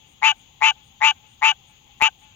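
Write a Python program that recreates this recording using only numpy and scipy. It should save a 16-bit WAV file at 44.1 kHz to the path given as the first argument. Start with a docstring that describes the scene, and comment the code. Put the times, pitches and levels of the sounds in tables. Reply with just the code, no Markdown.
"""A far frog sounds over a night chorus, then a tree frog croaks five times close by. Its vocal folds slap on
whole cycles of the sac's hum: slowly at first, then every second or third cycle, at last evenly every third.
Each slap rings the throat (decaying sines) and lets out a rasp of air (noise); each croak ends in a sagging hum.
Far frogs, made the same way, answer through scattering leaves; there is one dry click, insects chirp as pulsed
noise, and flickering noise bands make the insect and frog chorus and the low night rumble."""
import sys
import numpy as np
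from scipy import signal
from scipy.fft import rfft, irfft
from scipy.io import wavfile

SR = 44100
rng = np.random.default_rng(int(sys.argv[2]) if len(sys.argv) > 2 else 0)


def level_to_linear(level):
    """Convert decibel levels to linear amplitude factors, elementwise."""
    exponent = np.asarray(level, float) / 20
    return 10 ** exponent


def digitize_waveform(pressure):
    """Quantize a signal to 16-bit integers and store it at the path in sys.argv[1].

    Rows of a 2-D input are taken as channels; values are limited to [-1, 1].
    """
    field = np.atleast_2d(pressure).T
    bounded = np.clip(field, -1, 1)
    quanta = np.round(bounded * 32767).astype(np.int16)
    wavfile.write(sys.argv[1], SR, quanta)


N = 103635  # length [samples]

# Close croaks: (start [s], slaps quick [s], slaps even [s], last slap [s], level [dB])
NEAR_CROAKS = [(0.2162, 0.246, .288, .3155, -7.5), (0.6066, 0.64, .6864, .7071, -7.5),
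               (1.0047, 1.045, 1.0856, 1.1098, -7.5), (1.4127, 1.447, 1.4913, 1.5154, -8),
               (2.0008, 2.023, 2.0652, 2.079, -8)]
# Colour of the air rasp: (frequency [Hz], relative density [dB per Hz])
RASP_COLOUR = [(500, -38), (1000, -7), (1700, -4.5), (2600, 1.5), (3600, -12.5), (5000, -15.5),
               (6700, -11.5), (7600, -27), (11000, -43.5), (14000, -33.5), (16000, -47)]
# Mouth colour of the near frog's voice: (frequency [Hz], gain [dB])
MOUTH_COLOUR = [(500, 0.5), (1000, 2), (1600, 1.5), (2600, -1), (4000, 0), (7000, -0.5), (8000, -13.5),
                (11000, -17.5), (13000, -1.5), (16000, -5)]
# Balance of the near frog: (frequency [Hz], left over right [dB])
FROG_BALANCE = [(500, 6), (900, 8.5), (1400, 13), (2600, 8), (4400, 8), (6500, 23), (9000, 28),
                (14000, -2.5)]
# Phase between the microphones: (frequency [Hz], lead of the left [radians])
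FROG_PHASE_LEAD = [(400, 2.1), (900, 1.285), (2670, 1.23), (4400, 2.1), (6500, 6.8), (14000, 28)]
BREATH_DB, LOW_CUT_HZ = -11, 690
LEAVES_DB, LEAVES_T60_S = -16.5, 0.057  # scatter off the nearby leaves


def near_frog():
    """Five croaks with a little rasp, reaching the two microphones unequally in level and phase."""
    voice, breath = np.sum([croak(*row) for row in NEAR_CROAKS], axis=0)
    rasp = coloured(breath * rng.standard_normal(N), RASP_COLOUR)
    voice = coloured(voice + level_to_linear(BREATH_DB) * rasp, MOUTH_COLOUR)
    low_cut = signal.butter(4, LOW_CUT_HZ, "high", fs=SR, output="sos")
    voice = signal.sosfilt(low_cut, voice)
    voice = voice + level_to_linear(LEAVES_DB) * scatter(voice, LEAVES_T60_S, channels=1)[0]
    hz = np.fft.rfftfreq(N, 1 / SR)
    path = level_to_linear(-at_hz(FROG_BALANCE, hz)) * np.exp(-1j * at_hz(FROG_PHASE_LEAD, hz))
    right = irfft(rfft(voice) * path, N)
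    return np.array([voice, right])


# Slap strength through a croak: (time after start [s], level [dB])
SLAP_SWELL = [(0, -23), (.007, -5.5), (.014, 5), (.022, 5), (.032, 5)]
SAG_DB, EARLY_LOSS_DB = -4.5, -0.5  # fall from even to last slap; loss of a slap that comes early
CALM_DB = -9  # even slaps are steadier and carry less rasp
HUM_DB, HUM_FADE_DB = -18.5, -7


def croak(start, quick, even, last, db, tune=1.0, dull_db=0):
    """Hum, slaps locked to its cycles, and the throat ringing at each slap; returns sound and air puffs."""
    t = np.arange(N) / SR
    cycles = hum_cycles(t, start, quick, even, last, tune)
    slaps, when = slap_times(t, cycles, start, quick, even, last)
    calm_db = CALM_DB * (slaps > 0)
    effort_db = db + np.interp(t - start, *np.transpose(SLAP_SWELL)) + np.interp(t, [even, last], [0, SAG_DB])
    early = np.diff(slaps, prepend=-1e3) < EVEN_CYCLES
    slap_db = np.interp(when, t, effort_db) + EARLY_LOSS_DB * early

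    gate = np.clip((t - start) / 0.0033, 0, 1) * np.clip((last + .007 - t) / 0.0013, 0, 1)
    hum_db = effort_db + HUM_DB + np.interp(t, [quick, last], [0, HUM_FADE_DB])
    hum = gate * level_to_linear(hum_db) * -np.sin(2 * np.pi * cycles)

    when = np.maximum(when, 0)
    at = (when * SR).astype(int)[:, None] + np.arange(1500)[None]  # samples that follow each slap
    age = np.maximum(at / SR - when[:, None], 0)
    rings = throat_rings(when, age, slap_db, calm_db, start, quick, even, tune, dull_db)
    puffs = air_puffs(age, slap_db, calm_db)
    ringing, breath = [np.bincount(at.ravel(), x.ravel(), N + 9000)[:N] for x in (rings, puffs)]
    return hum + sigh(t, last, db, tune) + ringing, breath


# Hum of the sac at the start, when quick, midway to even, when even, and at the last slap: (frequency [Hz])
SAC_HUM_HZ = [858, 884, 893, 880, 870]


def hum_cycles(t, start, quick, even, last, tune):
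    """The sac's gliding pitch, summed into cycles and counted from the first even slap."""
    hz = tune * np.interp(t, [start, quick, (quick + even) / 2, even, last], SAC_HUM_HZ)
    cycles = np.cumsum(hz) / SR
    return cycles - np.interp(even, t, cycles)


# hum cycles between slaps: at the start, when quick, just before even, when even
SLOW_CYCLES, QUICK_CYCLES, RUSH_CYCLES, EVEN_CYCLES = 6.1, 2.9, 2.2, 3
SLOW_S, WOBBLE_CYCLES, JITTER_S = .012, .3, .00003


def slap_times(t, cycles, start, quick, even, last):
    """The folds lock to the hum: a wandering wish is rounded to whole cycles, then slaps come evenly."""
    wish, early_slaps = np.interp(start, t, cycles), []
    stages = [start, start + SLOW_S, quick, even]
    gaps = [SLOW_CYCLES, SLOW_CYCLES, QUICK_CYCLES, RUSH_CYCLES]
    while wish < -1.5:
        early_slaps.append(np.round(wish))
        now = np.interp(wish, cycles, t)
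        wish += np.interp(now, stages, gaps) + WOBBLE_CYCLES * rng.standard_normal()
    even_slaps = np.arange(0, np.interp(last, t, cycles) + EVEN_CYCLES / 2, EVEN_CYCLES)
    slaps = np.r_[early_slaps, even_slaps]
    jitter = JITTER_S * rng.standard_normal(len(slaps)) * level_to_linear(CALM_DB * (slaps > 0))
    return slaps, np.interp(slaps, cycles, t) + jitter


# Throat resonances: (start [Hz], quick [Hz], open [Hz], start [dB], quick [dB], open [dB])
THROAT_RINGS = [(860, 885, 872, -12, -12, -16.5), (990, 1176, 1153, -3, -16.5, -18),
                (1480, 1800, 1710, -17, -21, -17.5), (1785, 2120, 2400, -4, -6, -7),
                (1970, 2560, 2860, -5.5, 0, 0), (3300, 4300, 3550, -19, -25.5, -35.5),
                (4600, 2600, 4400, -33, -16, -27), (5800, 9300, 6100, -40, -28.5, -28),
                (6890, 6900, 6700, -34, -18, -20), (8800, 13000, 8600, -60.5, -43.5, -31.5),
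                (12880, 15000, 14000, -72, -52, -39), (14300, 18000, 14200, -67, -51.5, -31)]
# Decay of each resonance: (time to fall 60 dB [s])
RING_T60_S = [.03, .016, .012, .011, .013, .008, .007, .014, .014, .012, .008, .008]
# Swing of each resonance: (polarity [+1 or -1])
RING_SENSE = [1, 1, -1, 1, -1, 1, -1, 1, -1, 1, 1, -1]
OPEN_SHARE = .7  # the throat is fully open this far from quick to even
RING_SPREAD, SLAP_SPREAD_DB = .015, 1.2  # chance in ring pitch [share] and level
SOFT_RISE_S, RING_RISE_S, RING_STOP_S = 0.00056, .00015, .0005  # build-up at start, when quick; choking


def throat_rings(when, age, slap_db, calm_db, start, quick, even, tune, dull_db):
    """Each slap strikes the opening throat's decaying resonances, which the next slap chokes."""
    mouth = [start, quick, quick + OPEN_SHARE * (even - quick)]
    rings = 0
    for k, ((hz0, hz1, hz2, *levels_db), t60) in enumerate(zip(THROAT_RINGS, RING_T60_S)):
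        pitch_luck, level_luck = rng.standard_normal((2, len(when))) * level_to_linear(calm_db)
        hz = tune * np.interp(when, mouth, [hz0, hz1, hz2])
        hz = hz * (1 + RING_SPREAD * (k > 0) * pitch_luck)  # the lowest ring keeps its pitch
        ring_db = slap_db + np.interp(when, mouth, levels_db) + SLAP_SPREAD_DB * level_luck
        size = level_to_linear(ring_db + dull_db * np.log2(hz0 / SAC_HUM_HZ[0]))
        swing = level_to_linear(-60 * age / t60) * np.sin(2 * np.pi * hz[:, None] * age)
        rings = rings - RING_SENSE[k] * size[:, None] * swing
    rise_s = np.interp(when, [start, quick], [SOFT_RISE_S, RING_RISE_S])[:, None]
    past_next = np.maximum(age - np.diff(when, append=1e3)[:, None], 0)
    return rings * (1 - np.exp(-age / rise_s)) * np.exp(-past_next / RING_STOP_S)


def air_puffs(age, slap_db, calm_db):
    """Strength of the air released by each slap, falling 60 dB in 21 ms."""
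    return level_to_linear((slap_db + calm_db)[:, None] - 60 * age / 0.021)


# Overtones of the dying hum: (multiple of the pitch [ratio], level [dB])
SIGH_OVERTONES = [(1, -22.5), (2, -25), (3, -33.5), (4, -25)]
SIGH_FROM_HZ, SIGH_TO_HZ, SIGH_S, SIGH_RASP = 810, 747, .016, 0.45


def sigh(t, last, db, tune):
    """After the last slap a shaky hum with overtones swells briefly, sags in pitch and dies."""
    gone = np.clip((t - last) / SIGH_S, 0, 1)
    turns = 2 * np.pi * np.cumsum(tune * (SIGH_FROM_HZ + (SIGH_TO_HZ - SIGH_FROM_HZ) * gone)) / SR
    shake = 1 + SIGH_RASP * np.interp(t, last + np.arange(80) / 500, rng.standard_normal(80))
    tone = sum(level_to_linear(d) * np.sin(k * turns) for k, d in SIGH_OVERTONES)
    return level_to_linear(db) * shake * np.sin(np.pi * gone ** 0.93) * tone


# Far croaks: (start [s], length [s], hum when even [Hz], level before scattering [dB])
DISTANT_CROAKS = [(0.0, 0.069, 866, -49.5), (.34, 0.094, 899, -47.5), (.5, .09, 800, -58),
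                  (.74, 0.084, 860, -44.5), (1.13, 0.048, 797, -45), (1.21, 0.092, 860, -45),
                  (1.67, 0.075, 853, -45), (1.85, .13, 826, -48.5), (2.2, .11, 858, -43),
                  (2.29, .06, 789, -48.5)]
FAR_QUICK, FAR_EVEN = .3, .5  # shares of the length at which slaps turn quick and even
FAR_T60_S, FAR_PAN_DB, FAR_DULL_DB = 0.099, 13.5, -6  # dulling is per octave


def far_frogs():
    """The same kind of croak from afar, smeared by scattering in the leaves."""
    voice = np.zeros(N)
    for start, length, hz, db in DISTANT_CROAKS:
        quick, even = start + FAR_QUICK * length, start + FAR_EVEN * length
        voice += croak(start, quick, even, start + length, db, hz / SAC_HUM_HZ[3], FAR_DULL_DB)[0]
    return scatter(voice, FAR_T60_S, channels=2) * level_to_linear([[0], [-FAR_PAN_DB]])


CLICK_S, CLICK_DB, CLICK_CUT_HZ, CLICK_PAN_DB = 2.0234, -4.5, 1030, 18.5


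def click():
    """A single dry click: a one-sided pulse that dies through a one-pole low-pass."""
    pulse, r = np.zeros(N), np.exp(-2 * np.pi * CLICK_CUT_HZ / SR)
    pulse[int(CLICK_S * SR)] = -level_to_linear(CLICK_DB)
    return signal.lfilter([1], [1, -r], pulse) * level_to_linear([[0], [-CLICK_PAN_DB]])


# Insect chirps: (start [s], length [s], level on the left [dB])
INSECT_CHIRPS = [(0.064, 0.083, -68), (0.357, 0.07, -68), (0.824, 0.084, -69.5), (1.267, 0.095, -69),
                 (1.667, 0.056, -67.5), (1.977, 0.062, -71), (2.183, 0.072, -68)]
CHIRP_LOW_HZ, CHIRP_HIGH_HZ, CHIRP_PULSES_PER_S, CHIRP_PAN_DB = 8000, 9300, 250, 16


def chirps():
    """Insects chirp in short pulsed bursts of high band-passed hiss."""
    t = np.arange(N) / SR
    shape = sum(level_to_linear(db) * np.sin(np.pi * np.clip((t - s) / d, 0, 1)) ** .5 for s, d, db in INSECT_CHIRPS)
    band = signal.butter(3, [CHIRP_LOW_HZ, CHIRP_HIGH_HZ], "band", fs=SR, output="sos")
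    hiss = rms_one(signal.sosfilt(band, rng.standard_normal((2, N))))
    pulses = 1 + .5 * np.sin(2 * np.pi * CHIRP_PULSES_PER_S * t)
    return shape * hiss * pulses * level_to_linear([[0], [-CHIRP_PAN_DB]])


# Colour of the night chorus: (frequency [Hz], relative density [dB per Hz])
NIGHT_COLOUR = [(12, -36.5), (20, -12), (65, -3.5), (179, -6), (244, -5.5), (393, -13.5), (465, -14),
                (566, -15.5), (634, -19.5), (816, -3), (888, -6.5), (966, -13.5), (1050, -12.5),
                (1560, -22.5), (2810, -5), (3330, -1), (3830, -10.5), (4160, -16), (5070, -22),
                (5830, -23.5), (6710, -4), (8170, -37), (10500, -37.5), (15200, -24), (16500, -40)]
# Lift added to that colour, strongest in the rumble: (frequency [Hz], gain [dB])
RUMBLE_LIFT = [(20, 6.5), (130, 9), (300, 0), (600, 3.5)]
# Balance of the night: (frequency [Hz], left over right [dB])
NIGHT_BALANCE = [(60, 0.5), (110, -0.5), (200, 3), (380, -0.5), (700, 6.0), (1290, 4), (2380, 10.5),
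                 (4400, 14.5), (8120, 29), (15000, -4)]
# Left-right likeness of the night: (frequency [Hz], correlation [-1 to 1])
NIGHT_LIKENESS = [(60, 0.91), (130, 0.87), (290, 0.39), (640, 0.077), (1410, -0.19), (3100, -0.18),
                  (6820, 0.84), (15000, -0.35)]
NIGHT_DB = -54


def night(patchy_db):
    """Insect and frog chorus with rumble: noise bands with own flicker, balance and likeness."""
    mid, side = rfft(rng.standard_normal((2, N)))
    hz = np.fft.rfftfreq(N, 1 / SR)
    alike = np.clip(at_hz(NIGHT_LIKENESS, hz), -1, 1)
    tone = level_to_linear(at_hz(NIGHT_COLOUR, hz) + at_hz(RUMBLE_LIFT, hz))
    pair = tone * (np.sqrt(1 + alike) * mid + np.sqrt(1 - alike) * side * [[1], [-1]])
    pair = pair * level_to_linear(at_hz(NIGHT_BALANCE, hz) * [[0], [-1]])
    place = 2 * np.log2(np.maximum(hz, 20) / 20)  # half octaves above 20 Hz
    total = 0
    for k in range(21):
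        band = irfft(pair * np.clip(1 - abs(place - k), 0, 1), N)
        total = total + band * level_to_linear(patchy_db * drift(12.2))
    return level_to_linear(NIGHT_DB) * rms_one(total)


# Colour of the microphone hiss: (frequency [Hz], relative density [dB per Hz])
HISS_COLOUR = [(300, 0), (4000, 2), (9000, -8.5), (14000, -3), (16000, -8.5)]
# Hiss of the left, then the right microphone: (level [dB])
HISS_LEVEL_DB = [
    [-80],
    [-73],
]


def microphone_hiss():
    """Steady coloured noise, independent in each microphone."""
    return level_to_linear(HISS_LEVEL_DB) * rms_one(coloured(rng.standard_normal((2, N)), HISS_COLOUR))


def scatter(x, t60, channels):
    """Smear through a dying noise tail of unit energy."""
    tail = rng.standard_normal((channels, 9000)) * level_to_linear(-60 * np.arange(9000) / SR / t60)
    tail = tail / np.sqrt(np.sum(tail ** 2, axis=1, keepdims=True))
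    return signal.fftconvolve(x[None], tail, axes=1)[:, :N]


def coloured(x, spectrum):
    """Give a signal a spectrum."""
    return irfft(rfft(x) * level_to_linear(at_hz(spectrum, np.fft.rfftfreq(N, 1 / SR))), N)


def at_hz(points, hz):
    """Read a table on a log-frequency axis."""
    p = np.array(points, float)
    return np.interp(np.log(hz + 1), np.log(p[:, 0] + 1), p[:, 1])


def drift(rate):
    """Slow random wander of spread 1: noise through two poles at rate [Hz], run at SR / 40."""
    r = np.exp(-80 * np.pi * rate / SR)
    slow = signal.lfilter([1], [1, -2 * r, r * r], rng.standard_normal(N // 40 + 2002))[2000:]
    return np.interp(np.arange(N) / 40, np.arange(len(slow)), rms_one(slow))


def rms_one(x):
    """Scale to rms 1."""
    return x / np.sqrt(np.mean(x ** 2) + 1e-20)


def scene():
    """Near frog, far frogs, click, chirps and night sum in the air."""
    return near_frog() + far_frogs() + click() + chirps() + night(patchy_db=1.3)


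def band_limit(x):
    """A steep low-pass at the top of the band."""
    return signal.sosfilt(signal.butter(12, 16840, fs=SR, output="sos"), x)


def record(dry):
    """Microphone hiss joins, then peaks are rounded and stop at full scale."""
    wet = dry + microphone_hiss()
    rounded = 2.3 * np.tanh(wet / 2.3)
    return band_limit(np.clip(rounded, -1, 1))


dry = scene()
out = record(dry)
digitize_waveform(out)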